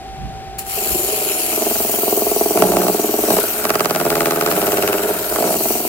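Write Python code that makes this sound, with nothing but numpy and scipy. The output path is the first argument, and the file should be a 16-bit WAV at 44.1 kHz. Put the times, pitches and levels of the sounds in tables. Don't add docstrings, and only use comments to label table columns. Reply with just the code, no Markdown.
import sys
import numpy as np
from scipy import signal
from scipy.fft import rfft, irfft
from scipy.io import wavfile
from scipy.ndimage import uniform_filter1d

SR = 44100
rng = np.random.default_rng(int(sys.argv[2]) if len(sys.argv) > 2 else 0)


def materialize(psi):
    bounded = np.clip(np.atleast_2d(psi).T, -1, 1)
    quanta = np.round(bounded * 32767).astype(np.int16)
    wavfile.write(sys.argv[1], SR, quanta)


N = 259308
TIME = np.arange(N) / SR
HZ = np.fft.rfftfreq(2 * N, 1 / SR)

# time_s, speed_turns_per_s
DISC_SPEED = [(0, 22.66), (.6, 22.86), (.9, 22.7), (1.2, 22.47), (1.55, 22.28), (2, 21.58), (2.4, 20.79),
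              (2.8, 20.39), (3.2, 20.73), (3.5, 19.21), (3.8, 19.61), (4.15, 19.41), (4.4, 19.62),
              (4.8, 19.14), (5.1, 18.58), (5.45, 19.72), (5.88, 21.02)]
# start_s, end_s, knock_db, rebound_share (of the knock),
# kept_share (by each later rebound), hardness_0_to_1, drone_db (of the basin, relative)
PRESSES = [(0.746, 1.488, -26.5, 0.46, 0.8, 0.43, -28), (1.508, 1.588, -10.5, 0.13, 0.55, 0.2, -26),
           (1.587, 1.731, -8, 0.081, 0.89, 0.29, -23), (1.74, 2.043, -11, 0.072, 0.36, 0.29, -28),
           (2.038, 3.422, -6, 0.12, 0.93, 0.09, -24), (3.593, 3.936, -13.5, 2.05, 0.044, 1, -25.5),
           (3.936, 4.063, -9.5, 1.57, 0.42, 0.83, -26), (4.062, 4.997, -10, 1.1, 0.81, 0.93, -22.5),
           (5.022, 5.129, -10, 1.03, 0.52, 0.4, -20), (5.13, 5.36, -20, 1.4, 0.54, 0.5, -26.5),
           (5.353, 6.013, -7, 0.14, 0.27, 0.26, -25)]
# knock_db, rebound_share, kept_share, hardness (clipped at 1), drone_db
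SKATING = (-30.5, 1.02, 1, 2.75, -26.5)
# start_s, end_s, landing_db, rebound_share
CHATTER = [(2.544, 2.865, -4.5, 0.41), (3.254, 3.32, -7, 0.58), (5.422, 5.525, -12, 1)]
# time_s, flight_s
FLIGHT = [(3.9, .0097), (3.96, .0113), (4.1, .0119), (4.46, .0118), (4.52, .0098)]
# time_s, level_db, hardness_0_to_1
STRIKES = [(3.336, -14, 0.5), (3.3655, -6, 0.73), (3.381, -9, 0.5), (3.3852, -6.5, 0.6), (3.436, -11, .2),
           (5.321, -13, 0.57), (5.358, -15, 1), (5.383, -9.5, .6), (5.424, -16, 0.2), (5.503, -11.5, 0.23)]
# time_s, place (0 near the hub, 1 further out on its face, 2 on edge by the rim)
PLACE = [(1.35, 0.11), (1.8, 0.64), (3.2, 1.4), (3.55, 1.87), (5.15, 2.11), (5.55, 1.1)]
# pitch_hz, width_hz, soft_blow_db, hard_blow_db (relative)
BASIN_MODES = [(228.4, 32, -6, -0.5), (320, 21, -6, -4.5), (353, 60, -5, -8), (415.3, 43.2, 0.5, -4),
               (510.6, 12, -8.5, -6.5), (586, 37.5, -4.5, -9), (646.2, 47, -1, 2), (713, 52, -8, -3),
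               (830.3, 21, -13, 0), (951, 73, -12.5, -12.5), (1140, 55, -21, -15)]
# pitch_hz, width_hz, level_db (relative)
FRAME_MODES = [(119, 23, -3.5), (155, 4.1, 4.5), (182.3, 8, 7.5), (234, 14.1, 5)]
# pitch_hz, level_db (relative)
CRACK_TONE = [(500, -54.5), (900, -5), (1290, 7.5), (1750, -2.5), (2100, -3), (2750, -2), (3400, -8.5),
              (3800, -7), (5200, -6.5), (9000, -12), (16000, -13.5)]
# pitch_hz, level_db (relative)
RASP_TONE = [(500, -29.5), (1100, -17.5), (1420, -4.5), (1750, -15), (2400, -19.5), (3500, -31),
             (8000, -54)]
# time_s, pitch_hz
GROAN_PITCH = [(.8, 394), (.9, 350), (1.03, 361.4), (1.11, 420), (1.38, 400)]
# time_s, level_db
GRIND_LEVEL = [(0.7, -28.5), (0.74, -24.5), (0.94, -23), (1.56, -23), (2.06, -24), (3.18, -24.5),
               (3.33, -20.5), (3.8, -28), (4.23, -25.5), (4.48, -27), (4.51, -23.5), (5.0, -26),
               (5.65, -23), (5.88, -26)]
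# pitch_hz, level_db (relative)
HISS_TONE = [(500, -21), (1200, -8.5), (1600, -14), (2400, -7.5), (3200, -10.5), (3550, -14.5), (3900, -9),
             (5000, -12), (8000, -6), (10100, -6.5), (10600, -5.5), (11100, -6), (13500, -4.5), (15800, -8)]
# pitch_hz, width_hz, lift_db
HUB_BANDS = [(2800, 870, 6), (4270, 690, 3.5), (5410, 650, 4), (7090, 800, 7), (9300, 1060, 6),
             (11500, 760, 5), (12900, 740, 6), (14700, 900, 3.5)]
# pitch_hz, width_hz, lift_db
FACE_BANDS = [(2850, 200, 6.3), (4620, 930, 4.3), (5880, 360, 9.9), (6780, 670, 4.9), (8350, 670, 7),
              (9930, 530, 7.5), (12530, 1400, 5.3), (15240, 1200, 7.5)]
# pitch_hz, width_hz, lift_db
RIM_BANDS = [(3720, 270, 2.8), (5300, 320, 1.63), (8050, 730, 1.6), (9260, 460, 4.2), (12960, 1200, 5.3),
             (14700, 1500, 6.3)]
# time_s, pitch_factor
BAND_SLIDE = [(.7, 1.03), (1.15, 1), (1.55, .975), (1.8, 1.015), (2.6, 1), (3.2, .99), (3.6, 1)]
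# start_s, end_s, first_hz, last_hz, width_hz, lift_db
FLARES = [(0.717, 1.022, 12800, 12400, 500, 5), (0.853, 1.496, 11100, 10950, 450, 8.5),
          (0.845, 1.33, 14700, 14500, 550, 5.5), (1.46, 2.05, 8810, 8900, 450, 4),
          (1.503, 1.947, 12020, 11800, 500, 3), (1.65, 2.204, 14100, 13060, 700, 6),
          (1.68, 2.492, 15700, 14800, 900, 8), (2.8, 3.17, 15000, 15200, 700, 3),
          (5.57, 5.95, 15200, 15200, 700, 3), (5.615, 5.954, 13300, 13500, 700, 5)]
# time_s, pitch_hz
WHINE_PITCH = [(0, 773), (.36, 772), (.69, 777), (1, 765), (1.25, 758), (1.5, 732), (1.7, 681), (2.5, 653)]
# pitch_hz, level_db (relative)
IDLE_TONE = [(20, -36), (40, -19), (56, 0), (75, -15.5), (120, -7), (200, -12), (290, -13), (380, -3.5),
             (520, -18.5), (1050, -22), (1550, -19), (2400, -21), (5000, -25), (15800, -44)]
# peak_s, level_db, swell_and_fade_s
GUSTS = [(.25, -25.5, 0.031), (.35, -37.5, 0.51), (.93, -30, 0.028)]
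# pitch_hz, level_db (relative)
BUFFET_TONE = [(20, -33), (55, -4.5), (85, -5.5), (160, -10), (260, -17.5), (600, -58), (2000, -85)]
# pitch_hz, left_minus_right_db
STEREO_LEAN = [(60, -9), (110, 4), (200, -3), (380, 2.5), (700, -6.5), (1290, -1.5), (2380, 4.5), (4400, 2),
               (8120, 0.5), (15000, 4.5)]

START_TURN = .39
EASE_S = 0.049
TOUCH_S, TOUCH_DB, TOUCH_RISE_S, TOUCH_FADE_S = 0.581, -21, 0.01, 0.023
SETTLE_S = 0.67
BED_IN_S = 0.085
CHATTER_KNOCK_DB, CHATTER_DRONE_DB = -2, 6
LANDING_TURN = 0.385
LANDING_HARD = 0.67
SHARP_SOFT_DB, SHARP_HARD_DB = -29.5, 27.5
SCUFF_SHARE, SCUFF_S = .0055, .009
CLICK_SHARE, SKIP_SHARE, CRUNCH_SHARE = .52, .5, .11
RASP_FLAT_DB, RASP_EDGE_DB, RASP_CHATTER_DB = -83, -31, -44
BEND_S = .0025
GROAN_START_S, GROAN_END_S, GROAN_EASE_S, GROAN_DB = 0.787, 1.393, 0.12, -27.5
FLARE_EASE_S = 0.13
WHINE_DB = -35
WHINE_SAG_DB, WHINE_SAG_JITTER = -.05, .014
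IDLE_DB = -37.5
EDGE_HZ = 15900


def blows(turns, uneven_db=0.96, dull=0.37, glancing=0.3, softening=0.34, count=3):
    trains = np.zeros((4, 2 * N))
    at = each_turn(turns)
    knock_db, rebound, kept, hard, _ = hold()[:, at]
    knock = amp(knock_db + CHATTER_KNOCK_DB * chattering()[at]) * on_disc(BED_IN_S)[at]
    strength, angle = rng.standard_normal((len(at), 2, count + 1)).transpose(1, 2, 0)
    hard = hard + .05 * angle[0]
    push, rap, crack = blow(knock * amp(uneven_db * strength[0]), hard)
    rap = rap * (1 - glancing * tipped()[at])
    trains[:3, at] += [push, rap, crack]
    for k in range(1, count + 1):
        share = rebound * np.clip(kept, 0, 1) ** (k * (k - 1) / 2)
        size = knock * share * amp(uneven_db * strength[k])
        late = (k * curve(FLIGHT)[at] * SR).astype(int)
        push, rap, _ = blow(size, hard * softening ** (k * k))
        soft_crack = crack * dull * share ** 2
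        trains[:, at + late] += [push, rap, soft_crack, size]
    falls = landings(turns)
    landing_blows = blow(falls, np.full(N, LANDING_HARD))
    return trains[:, :N] + np.vstack([landing_blows, falls])


def blow(size, hard):
    hard = np.clip(hard, 0, 1)
    return size * np.array([1 - hard, hard, amp(SHARP_SOFT_DB + SHARP_HARD_DB * hard)])


def landings(turns, flight_s=0.016, scatter=0.019, uneven_db=3.0):
    train = np.zeros(2 * N)
    at = each_turn(turns - LANDING_TURN)
    for start, end, db, rebound in CHATTER:
        falls = at[(at > start * SR) & (at < end * SR)]
        first, second, flight = rng.standard_normal((len(falls), 3)).T
        late = (flight_s * (1 + scatter * flight) * SR).astype(int)
        train[falls] += amp(db + uneven_db * first)
        train[falls + late] += rebound * amp(db + uneven_db * second)
    return train[:N]


def strikes():
    trains = np.zeros((3, N))
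    for s, db, hard in STRIKES:
        trains[:, round(s * SR)] = blow(amp(db), hard)
    return trains


def basin(pushes, raps, falls, turns, knock_db=18.0, rap_db=19, frame_db=9, throb=0.35, drone_db=-2):
    soft = bent(modes([(hz, width, soft_db) for hz, width, soft_db, _ in BASIN_MODES]))
    hard = bent(modes([(hz, width, hard_db) for hz, width, _, hard_db in BASIN_MODES]))
    drag = SCUFF_SHARE * dying(pushes + raps, SCUFF_S) * track(turns)
    thuds = amp(knock_db) * filtered(judder(pushes) + drag, soft)
    thuds = thuds + amp(rap_db) * filtered(raps, hard)
    shake = amp(frame_db) * filtered(falls, bent(modes(FRAME_MODES)))
    rubbing = track(turns) * (1 + throb * np.cos(2 * np.pi * turns))
    drone = unit(filtered(rubbing, soft))
    *_, rub_db = hold()
    drone_gain = amp(rub_db + CHATTER_DRONE_DB * chattering() + drone_db) * on_disc(BED_IN_S)
    return thuds + shake + drone_gain * drone


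def judder(force, gap_s=0.00267, before=0.16, after=0.18):
    flat = force * (1 - np.clip(tipped() + chattering(), 0, 1))
    gap = round(gap_s * SR)
    return force + before * np.roll(flat, -gap) + after * np.roll(flat, gap)


def modes(rows):
    power = sum(amp(db) ** 2 / (1 + ((HZ - hz) / (.9 * width)) ** 2) ** 2 for hz, width, db in rows)
    return np.sqrt(power) / (1 + (110 / (HZ + 1)) ** 4)


def bent(gain):
    return causal(gain) * np.exp(-4j * np.pi * BEND_S * np.sqrt(1000 * HZ))


def shell(cracks, turns, crack_db=19.0, skip_s=0.00097, rough_db=3.5):
    roughness = track(turns, channels=2) + .6 * track(turns)
    crumble = CRUNCH_SHARE * dying(cracks, .0028) * roughness
    strike = CLICK_SHARE * (cracks + SKIP_SHARE * np.roll(cracks, round(skip_s * SR)))
    crack = filtered(strike + crumble, bent(colour(CRACK_TONE)))
    rough = (noise() + .5 * track(turns)) * amp(rough_db * wander(120))
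    rasp = unit(filtered(rough, colour(RASP_TONE)))
    scrape = amp(RASP_FLAT_DB) * on_disc() + amp(RASP_EDGE_DB) * tipped()
    scrape = scrape + amp(RASP_CHATTER_DB) * chattering()
    return amp(crack_db) * crack + scrape * rasp


def grit(turns, hiss_db=3.5, flicker_db=1.5, grains_per_s=2500, grain_share=0.33, size_db=3.0,
         swing=0.0046, bite=0.28, narrow=5, lead=0.024, scattered=0.93):
    sizes = amp(size_db * np.minimum(rng.exponential(1, N), 5))
    sizes = sizes * (rng.random(N) < grains_per_s / SR)
    grains = unit(sizes * noise())
    scratch = noise() + scattered * walls(noise(channels=1)) + grain_share * grains
    hiss = unit(bright_bands(filtered(scratch, causal(colour(HISS_TONE)))))
    height = np.cos(2 * np.pi * (turns + lead))
    pressure = 1 + swing * height + bite * tipped() * (np.exp(narrow * (height - 1)) - .2)
    return amp(hiss_db) * contact() * hiss * unit(pressure * amp(flicker_db * wander(270)))


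def bright_bands(x, patchy_db=1.8):
    hz, t, z = signal.stft(x, SR, nperseg=512)
    place, slide = (np.interp(t, *np.transpose(rows)) for rows in (PLACE, BAND_SLIDE))
    patches = uniform_filter1d(rng.standard_normal(z.shape[1:]), size=7, axis=0)
    lift_db = patchy_db * unit(uniform_filter1d(patches, size=6, axis=1))
    for k, bands in enumerate([HUB_BANDS, FACE_BANDS, RIM_BANDS]):
        nearness = np.maximum(1 - abs(place - k), 0)
        for centre, width, db in bands:
            lift_db += db * nearness * .5 ** ((2 * (hz[:, None] / slide - centre) / width) ** 2)
    for start, end, first_hz, last_hz, width, db in FLARES:
        centre = np.interp(t, [start, end], [first_hz, last_hz])
        swell = np.interp(t, TIME, spell(start, end, FLARE_EASE_S))
        lift_db += db * swell * .5 ** ((2 * (hz[:, None] - centre) / width) ** 2)
    return signal.istft(z * amp(lift_db), SR, nperseg=512)[1][:, :N]


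def walls(x, ring_s=0.0034):
    t = TIME[:SR // 50]
    scatter = rng.standard_normal((2, len(t))) * np.exp(-t / ring_s)
    return unit(signal.fftconvolve(x, scatter, axes=1)[:, :N])


def contact():
    since = np.maximum(TIME - TOUCH_S, 0)
    touch = amp(TOUCH_DB) * np.minimum(since / TOUCH_RISE_S, 1) * np.exp(-since / TOUCH_FADE_S)
    return touch + amp(curve(GRIND_LEVEL)) * on_disc()


def groan(turns, peak_turn=0.19, waver_db=2.5, scrape_db=-6):
    phase = (turns - peak_turn + .5) % 1 - .5
    note = np.cos(2 * np.pi * curve(GROAN_PITCH) * phase / curve(DISC_SPEED) + .6 * wander(70))
    scrape = filtered(rng.standard_normal(N), modes([row[:3] for row in BASIN_MODES]))
    swell = np.cos(np.pi * phase) ** 2 * amp(GROAN_DB + waver_db * wander(23))
    swell = swell * spell(GROAN_START_S, GROAN_END_S, GROAN_EASE_S)
    return swell * (unit(note) + amp(scrape_db) * unit(scrape))


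def hold():
    rest = np.array(SKATING)[:, None]
    presses = sum((np.array(press)[:, None] - rest) * spell(start, end, EASE_S)
                  for start, end, *press in PRESSES)
    return rest + presses


def chattering():
    return sum(spell(start, end, EASE_S) for start, end, *_ in CHATTER)


def tipped():
    return np.maximum(curve(PLACE) - 1, 0)


def on_disc(after_s=0):
    return spell(SETTLE_S + after_s, np.inf, EASE_S)


def each_turn(turns):
    return np.flatnonzero(np.diff(np.floor(turns)) > 0)


def track(turns, channels=1, repeat=.75, renew_turns=9, size=2048, count=16):
    surface = rng.standard_normal((channels, count, size))
    angle = (turns % 1 * size).astype(int)
    blend, ring = np.modf(turns / renew_turns)
    ring, blend = ring.astype(int), blend * np.pi / 2
    known = np.cos(blend) * surface[:, ring % count, angle]
    known = known + np.sin(blend) * surface[:, (ring + 1) % count, angle]
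    share = np.clip(repeat, 0, 1)
    return np.sqrt(share) * known + np.sqrt(1 - share) * noise(channels)


def motor(waver_db=0.5, jitter=0.27, whirr_db=-42, whirr_hz=715, whirr_width_hz=80):
    hz = curve(WHINE_PITCH)
    sag_hz = hz[0] - hz
    unsteady = (jitter + WHINE_SAG_JITTER * sag_hz) * wander(42)
    whine = np.sqrt(2) * np.sin(2 * np.pi * np.cumsum(hz) / SR + unsteady)
    whine *= amp(WHINE_DB + WHINE_SAG_DB * sag_hz + waver_db * wander(21))
    whirr = unit(filtered(noise(channels=1), 1 / (1 + ((HZ - whirr_hz) / whirr_width_hz) ** 2)))
    air = unit(filtered(noise() + 1.86 * noise(channels=1), colour(IDLE_TONE)))
    pan = amp([[3.5], [-3.5]])
    return (whine + amp(whirr_db) * whirr) * pan + amp(IDLE_DB) * air


def wind():
    gusts = sum(amp(db) * np.exp(-abs(TIME - s) / fade_s) for s, db, fade_s in GUSTS)
    return gusts * unit(filtered(noise() + noise(channels=1), colour(BUFFET_TONE)))


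def deck(x, t60=0.29, wet_db=-20):
    t = TIME[:SR // 3]
    tail = rng.standard_normal((2, len(t))) * amp(-60 * t / t60) * (t > .004)
    return amp(wet_db) * signal.fftconvolve(x, tail / np.linalg.norm(tail[0]), axes=1)[:, :N]


def amp(db):
    return 10 ** (np.asarray(db) / 20)


def unit(x):
    return x / np.sqrt(np.mean(x ** 2) + 1e-20)


def curve(rows):
    return np.interp(TIME, *np.transpose(rows))


def spell(start, end, ease_s):
    return np.clip(np.minimum(TIME - start, end - TIME) / ease_s + .5, 0, 1)


def colour(points):
    hz, db = np.transpose(points)
    return amp(np.interp(np.log(HZ + 1), np.log(hz + 1), db))


def filtered(x, gain):
    return irfft(rfft(x, 2 * N) * gain)[..., :N]


def causal(gain):
    log_gain = np.log(np.maximum(np.r_[gain, gain[-2:0:-1]], 1e-5))
    return np.exp(np.conj(signal.hilbert(log_gain)))[:len(gain)] / np.sqrt(np.mean(gain ** 2))


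def noise(channels=2):
    return rng.standard_normal((channels, N))


def wander(hz):
    return unit(filtered(rng.standard_normal(N), 1 / (1 + (HZ / hz) ** 4)))


def dying(x, seconds):
    return signal.lfilter([1], [1, -np.exp(-1 / (seconds * SR))], x)


def scene():
    turns = START_TURN + np.cumsum(curve(DISC_SPEED)) / SR
    *trains, falls = blows(turns)
    pushes, raps, cracks = trains + strikes()
    grinding = basin(pushes, raps, falls, turns) + groan(turns) + shell(cracks, turns) + grit(turns)
    return grinding + deck(grinding) + motor() + wind()


def record(dry, lag_s=.00009):
    lean = np.sqrt(colour(STEREO_LEAN)) * np.exp(1j * np.pi * HZ * lag_s)
    heard = filtered(dry, np.array([lean, 1 / lean]))
    low_pass = signal.firwin(801, EDGE_HZ, window=("kaiser", 9), fs=SR)
    return signal.oaconvolve(heard, low_pass[None], "same")


dry = scene()
out = record(dry)
materialize(out)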